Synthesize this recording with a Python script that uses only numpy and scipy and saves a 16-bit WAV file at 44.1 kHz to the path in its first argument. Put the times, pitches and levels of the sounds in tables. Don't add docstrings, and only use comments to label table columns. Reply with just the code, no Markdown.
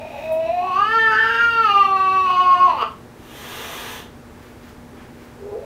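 import sys
import numpy as np
from scipy import signal
from scipy.fft import rfft, irfft, next_fast_len
from scipy.io import wavfile
from scipy.ndimage import uniform_filter1d, minimum_filter1d, map_coordinates

SR = 44100
rng = np.random.default_rng(int(sys.argv[2]) if len(sys.argv) > 2 else 0)


def pcm_store(signal):
    levels = np.round(np.clip(np.atleast_2d(signal), -1, 1) * 32767)
    wavfile.write(sys.argv[1], SR, levels.astype(np.int16).T)


N = 249152
TIME = np.arange(N) / SR


def amp(db):
    return 10 ** (np.asarray(db) / 20)


def unit(x):
    return x / np.sqrt(np.mean(x ** 2) + 1e-20)


def ramp(x):
    return np.sin(np.pi / 2 * np.clip(x, 0, 1)) ** 2


def along(points, hz):
    freq_hz, values = np.transpose(points)
    return np.interp(np.log(hz + 1), np.log(freq_hz + 1), values)


def curves(rows, t):
    time_s, *columns = np.transpose(rows)
    return [np.interp(t, time_s, column) for column in columns]


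def wobble(knots_per_s, t):
    place = (t - t[0]) * knots_per_s
    return map_coordinates(rng.standard_normal(int(place[-1]) + 4), [place])


def filtered(x, response):
    size = next_fast_len(len(x) + 8192)
    return irfft(rfft(x, size) * response(np.fft.rfftfreq(size, 1 / SR)), size)[:len(x)]


def noise(spectrum):
    return unit(filtered(rng.standard_normal(N), lambda hz: amp(along(spectrum, hz))))


def folds(pitch_hz, rough, doubling, t, jitter, shimmer, partials):
    fundamental_db = -7.5
    tremor = .004 * wobble(70, t)
    waver = .016 * np.sqrt(rough) * wobble(32, t)
    pitch_hz = pitch_hz * (1 + tremor + waver + jitter * rough * wobble(260, t))
    phase = 2 * np.pi * np.cumsum(pitch_hz) / SR
    buzz = np.zeros(len(t))
    for k in range(1, partials + 1):
        drift_db = 1.07 * min(k - 1, 2) / 2 * wobble(14, t[::256])
        drift = np.interp(t, t[::256], amp(drift_db))
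        halfway = doubling * np.sin((k + .5) * phase) if k > 1 else 0
        strength = 1 / (1 + (k / 28) ** 2) if k > 1 else amp(fundamental_db)
        buzz += strength * drift * (np.sin(k * phase) + halfway)
    puffs = rng.standard_normal(len(t)) * (1 + .5 * np.cos(phase))
    return unit(buzz) * (1 + shimmer * rough * wobble(220, t)), puffs


def resonance(hz, mouth, shut_hz, open_hz, width_hz, gain_db, skirt):
    centre_hz = shut_hz + (open_hz - shut_hz) * mouth
    detuning = 4 * (hz - centre_hz) / (width_hz * (1 + mouth))
    return amp(gain_db) / (1 + detuning ** 2) ** skirt


def low_throat(hz, jaw):
    shelf = amp(-15.5) / (1 + (hz / 950) ** 8)
    peak = resonance(hz, jaw, shut_hz=434, open_hz=1640, width_hz=493, gain_db=2.43, skirt=1.9)
    return (peak + shelf) / (1 + (315 / (hz + 1)) ** 12)


def high_throat(hz, lips):
    # shut_hz, open_hz, width_hz, gain_db
    formants = [(2498, 2962, 463, -1.5), (3820, 4864, 560, -15), (5550, 6580, 400, -24.5),
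                (7340, 8200, 350, -32), (8700, 11200, 900, -37), (11600, 14000, 3900, -32.5),
                (14800, 15900, 1000, -30)]
    peaks = sum(resonance(hz, lips, *row, skirt=1.1) for row in formants)
    valleys = amp(-12) / (1 + (hz / 2900) ** 4)
    return (peaks + valleys) / (1 + (1650 / (hz + 1)) ** 16)


def through(source, throat, t, opening):
    hz, frame_s, spectra = signal.stft(source, SR, nperseg=1024, noverlap=768)
    spectra = spectra * throat(hz[:, None], np.interp(frame_s, t - t[0], opening))
    spectra = spectra / np.linalg.norm(spectra, axis=0)
    return unit(signal.istft(spectra, SR, nperseg=1024, noverlap=768)[1][:len(t)])


def voice(t, source, rough, jaw, lips, body_db, edge_db, low_breath, high_breath):
    buzz, puffs = source
    body = through(buzz + low_breath * rough * puffs, low_throat, t, jaw)
    edge = through(buzz + high_breath * (rough + .1) * puffs, high_throat, t, lips)
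    level_flutter = amp(4.0 * np.sqrt(rough) * np.tanh(wobble(65, t)))
    call = level_flutter * (amp(body_db) * body + amp(edge_db) * edge)
    release = np.clip((t[-1] - t) / 0.0065, 0, 1)
    return np.interp(TIME, t, call * release, left=0, right=0)


def yowl():
    # time_s, pitch_hz
    melody = [(0.0, 296.8), (0.1, 314.6), (0.15, 282), (0.25, 314), (0.45, 327.7), (0.65, 375.7),
              (0.73, 359.8), (0.81, 409.4), (0.93, 452.2), (1.14, 439.8), (1.46, 468.8), (1.61, 452.8),
              (1.7, 402.7), (1.98, 381.7), (2.25, 378.2), (2.27, 368.4), (2.44, 362.7), (2.66, 365.8)]
    # time_s, level_db
    body_levels = [(0.3, -23), (0.57, -25), (0.75, -20), (0.77, -12), (0.86, -23), (0.96, -15),
                   (1.37, -18.5), (1.94, -13), (2.06, -17), (2.63, -13), (2.77, -26), (2.84, -16)]
    # time_s, level_db
    edge_levels = [(0.0, -46.5), (0.7, -41), (0.77, -35.5), (1.64, -31), (1.84, -28.5), (1.9, -32.5),
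                   (2.56, -34.5), (2.77, -39.5), (2.82, -30.5), (2.84, -42)]
    # time_s, jaw_opening (0-1), lip_retraction (0-1)
    mouth = [(.35, 0.22, 0), (.55, 0.26, 0.13), (.76, 0.57, 0.56), (.89, .9, 0.81), (1.38, 0.94, 0.98),
             (1.6, 0.87, 0.62), (1.75, 0.53, .62), (1.95, 0.57, .3), (2.22, 0.53, 0.19), (2.3, .55, 0.6),
             (2.62, 0.54, .67), (2.74, 0.48, .35), (2.83, 0.62, 0.9)]
    # start_s, end_s, roughness (0-1), period_doubling (0-1)
    breaks = [(-.05, 0.268, 0.59, 0.03), (0.266, .8, 0.22, 0), (1.119, 1.411, 0.17, 0.34),
              (1.616, 1.893, .08, 0), (2.255, 2.335, 0.29, 0), (2.344, 2.677, .09, 0),
              (2.672, 2.9, .66, 0.02)]
    stop_s, collapse_s, sag_hz_per_s = 2.8355, 2.66, 880
    break_fade_s, base_rough = .04, .012
    catch_s, catch_fade_s, mutter_db = .29, .02, -11
    t = TIME[TIME < stop_s]
    pitch_hz = curves(melody, t)[0] - sag_hz_per_s * np.maximum(t - collapse_s, 0)
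    start_s, end_s, roughness, doubling = np.transpose(breaks)
    broken = ramp((t - start_s[:, None]) / break_fade_s + .5)
    broken *= ramp((end_s[:, None] - t) / break_fade_s + .5)
    rough = np.clip(base_rough + roughness @ broken, 0, 1)
    source = folds(pitch_hz, rough, doubling @ broken, t, jitter=.05, shimmer=0.61, partials=42)
    jaw, lips = curves(mouth, t)
    body_db = curves(body_levels, t)[0] + mutter_db * ramp((catch_s - t) / catch_fade_s + .5)
    edge_db = curves(edge_levels, t)[0]
    return voice(t, source, rough, jaw, lips, body_db, edge_db, low_breath=0.25, high_breath=1.5)


def room(x, wet_db):
    # freq_hz, t60_s
    decay = [(200, 0.37), (1200, 0.3), (4000, 0.32), (12000, 0.035)]
    predelay_s = .004
    hz, frame_s, spectra = signal.stft(rng.standard_normal(SR // 2), SR, nperseg=256)
    decay_db = -60 * frame_s / along(decay, hz)[:, None]
    tail = signal.istft(spectra * amp(decay_db), SR, nperseg=256)[1]
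    tail = np.pad(tail / np.linalg.norm(tail), (round(predelay_s * SR), 0))
    return (x + amp(wet_db) * signal.fftconvolve(x, tail)[:N]) / np.hypot(1, amp(wet_db))


def appliance_hum():
    # freq_hz, level_db
    tones = [(86, -66), (129, -53), (240, -45.5), (480, -58), (598, -54)]
    return sum(amp(db) * np.sin(2 * np.pi * hz * TIME + 0.88 * wobble(5, TIME)) for hz, db in tones)


def room_air():
    # freq_hz, gain_db
    spectrum = [(12, -33.5), (20, -14.5), (83, -4), (197, -11.5), (239, -7.5), (291, -9), (353, -9.5),
                (522, -13.5), (600, -26), (653, -19), (816, -16), (1050, -19.5), (1680, -22.5), (3110, -32),
                (15700, -43)]
    return amp(-42.5) * noise(spectrum)


def rustles():
    # centre_s, half_length_s, body_db, fizz_db
    strokes = [(0.222, 0.15, -49, -55), (4.467, 0.086, -51.5, -58.5), (4.68, 0.06, -50, -55.5),
               (5.021, .07, -48, -67), (5.238, 0.076, -52, -59.5)]
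    # freq_hz, gain_db
    body_spectrum = [(300, -2), (800, -1), (1400, 2), (2300, -1.5), (3500, -8.5), (7000, -47), (15000, -49)]
    # freq_hz, gain_db
    fizz_spectrum = [(1500, -29), (3500, 5.5), (6500, 4), (9000, -7), (15000, 1)]
    centre_s, half_length_s, body_db, fizz_db = np.transpose(strokes)
    envelopes = np.exp(-((TIME - centre_s[:, None]) / half_length_s[:, None]) ** 2)
    body = amp(body_db) @ envelopes * noise(body_spectrum)
    fizz = amp(fizz_db) @ envelopes * noise(fizz_spectrum)
    grain = amp(wobble(120, TIME))
    return (body + fizz) * grain


def tick(start_s, t60_s, level_db):
    age_s = np.maximum(TIME - start_s, 0)
    envelope = amp(level_db - 60 * age_s / t60_s) * (1 - np.exp(-age_s / .003))
    return envelope * noise([(6500, -32.0), (8500, 0.0), (12000, 2.5), (15000, 2.0)])


def hiss():
    # freq_hz, gain_db
    throat_spectrum = [(200, -24), (400, -1), (600, -5.5), (850, -2.5), (1150, -0.5), (1400, -7.5),
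                       (1750, -2.5), (2250, -7.5), (2800, -5.5), (3400, -3.5), (4100, -12), (4800, -17.5),
                       (5600, -20), (7500, -37)]
    # freq_hz, gain_db
    teeth_spectrum = [(3500, -33), (5200, -7.5), (6200, 1.5), (7000, -3), (7900, -6.5), (8650, -2),
                      (9600, -5.5), (11000, -4), (12300, -0.5), (13100, -12), (14000, 3), (15100, -6),
                      (15700, -13.5)]
    start_s, attack_s, end_s, release_s = 3.104, 0.56, 4.1, .21
    throat_db, teeth_db = -35, -41.5
    flow = ramp((TIME - start_s) / attack_s) * ramp((end_s - TIME) / release_s)
    flow *= amp(.3 * wobble(24, TIME))
    throat = amp(throat_db) * flow * noise(throat_spectrum)
    teeth = amp(teeth_db) * flow ** 0.96 * noise(teeth_spectrum)
    return throat + teeth


def moan():
    # time_s, pitch_hz, body_db, mouth_opening (0-1)
    contour = [(5.36, 190.6, -51, 0.02), (5.45, 204.5, -33.5, 0), (5.545, 208.2, -29, 0),
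               (5.58, 271, -37.5, .1), (5.65, 280.6, -38.5, 0.19)]
    rough = 0.58
    t = TIME[TIME >= contour[0][0]]
    pitch_hz, body_db, mouth = curves(contour, t)
    source = folds(pitch_hz, rough, doubling=0, t=t, jitter=0.056, shimmer=1.0, partials=20)
    return voice(t, source, rough, mouth, mouth, body_db, edge_db=-70.5, low_breath=0.87, high_breath=3.5)


def scene():
    cat = room(yowl() + moan() + hiss(), wet_db=-3.5)
    small_sounds = rustles() + tick(start_s=.318, t60_s=.2, level_db=-42.5)
    return (cat + small_sounds + appliance_hum() + room_air())[None]


def record(dry):
    ceiling, smooth_samples, cutoff_hz = .57, 400, 15750
    needed_gain = ceiling / np.maximum(np.abs(dry[0]), ceiling)
    gain = uniform_filter1d(minimum_filter1d(needed_gain, 2 * smooth_samples), smooth_samples)
    return filtered(dry[0] * gain, lambda hz: hz < cutoff_hz)[None]


dry = scene()
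out = record(dry)
pcm_store(out)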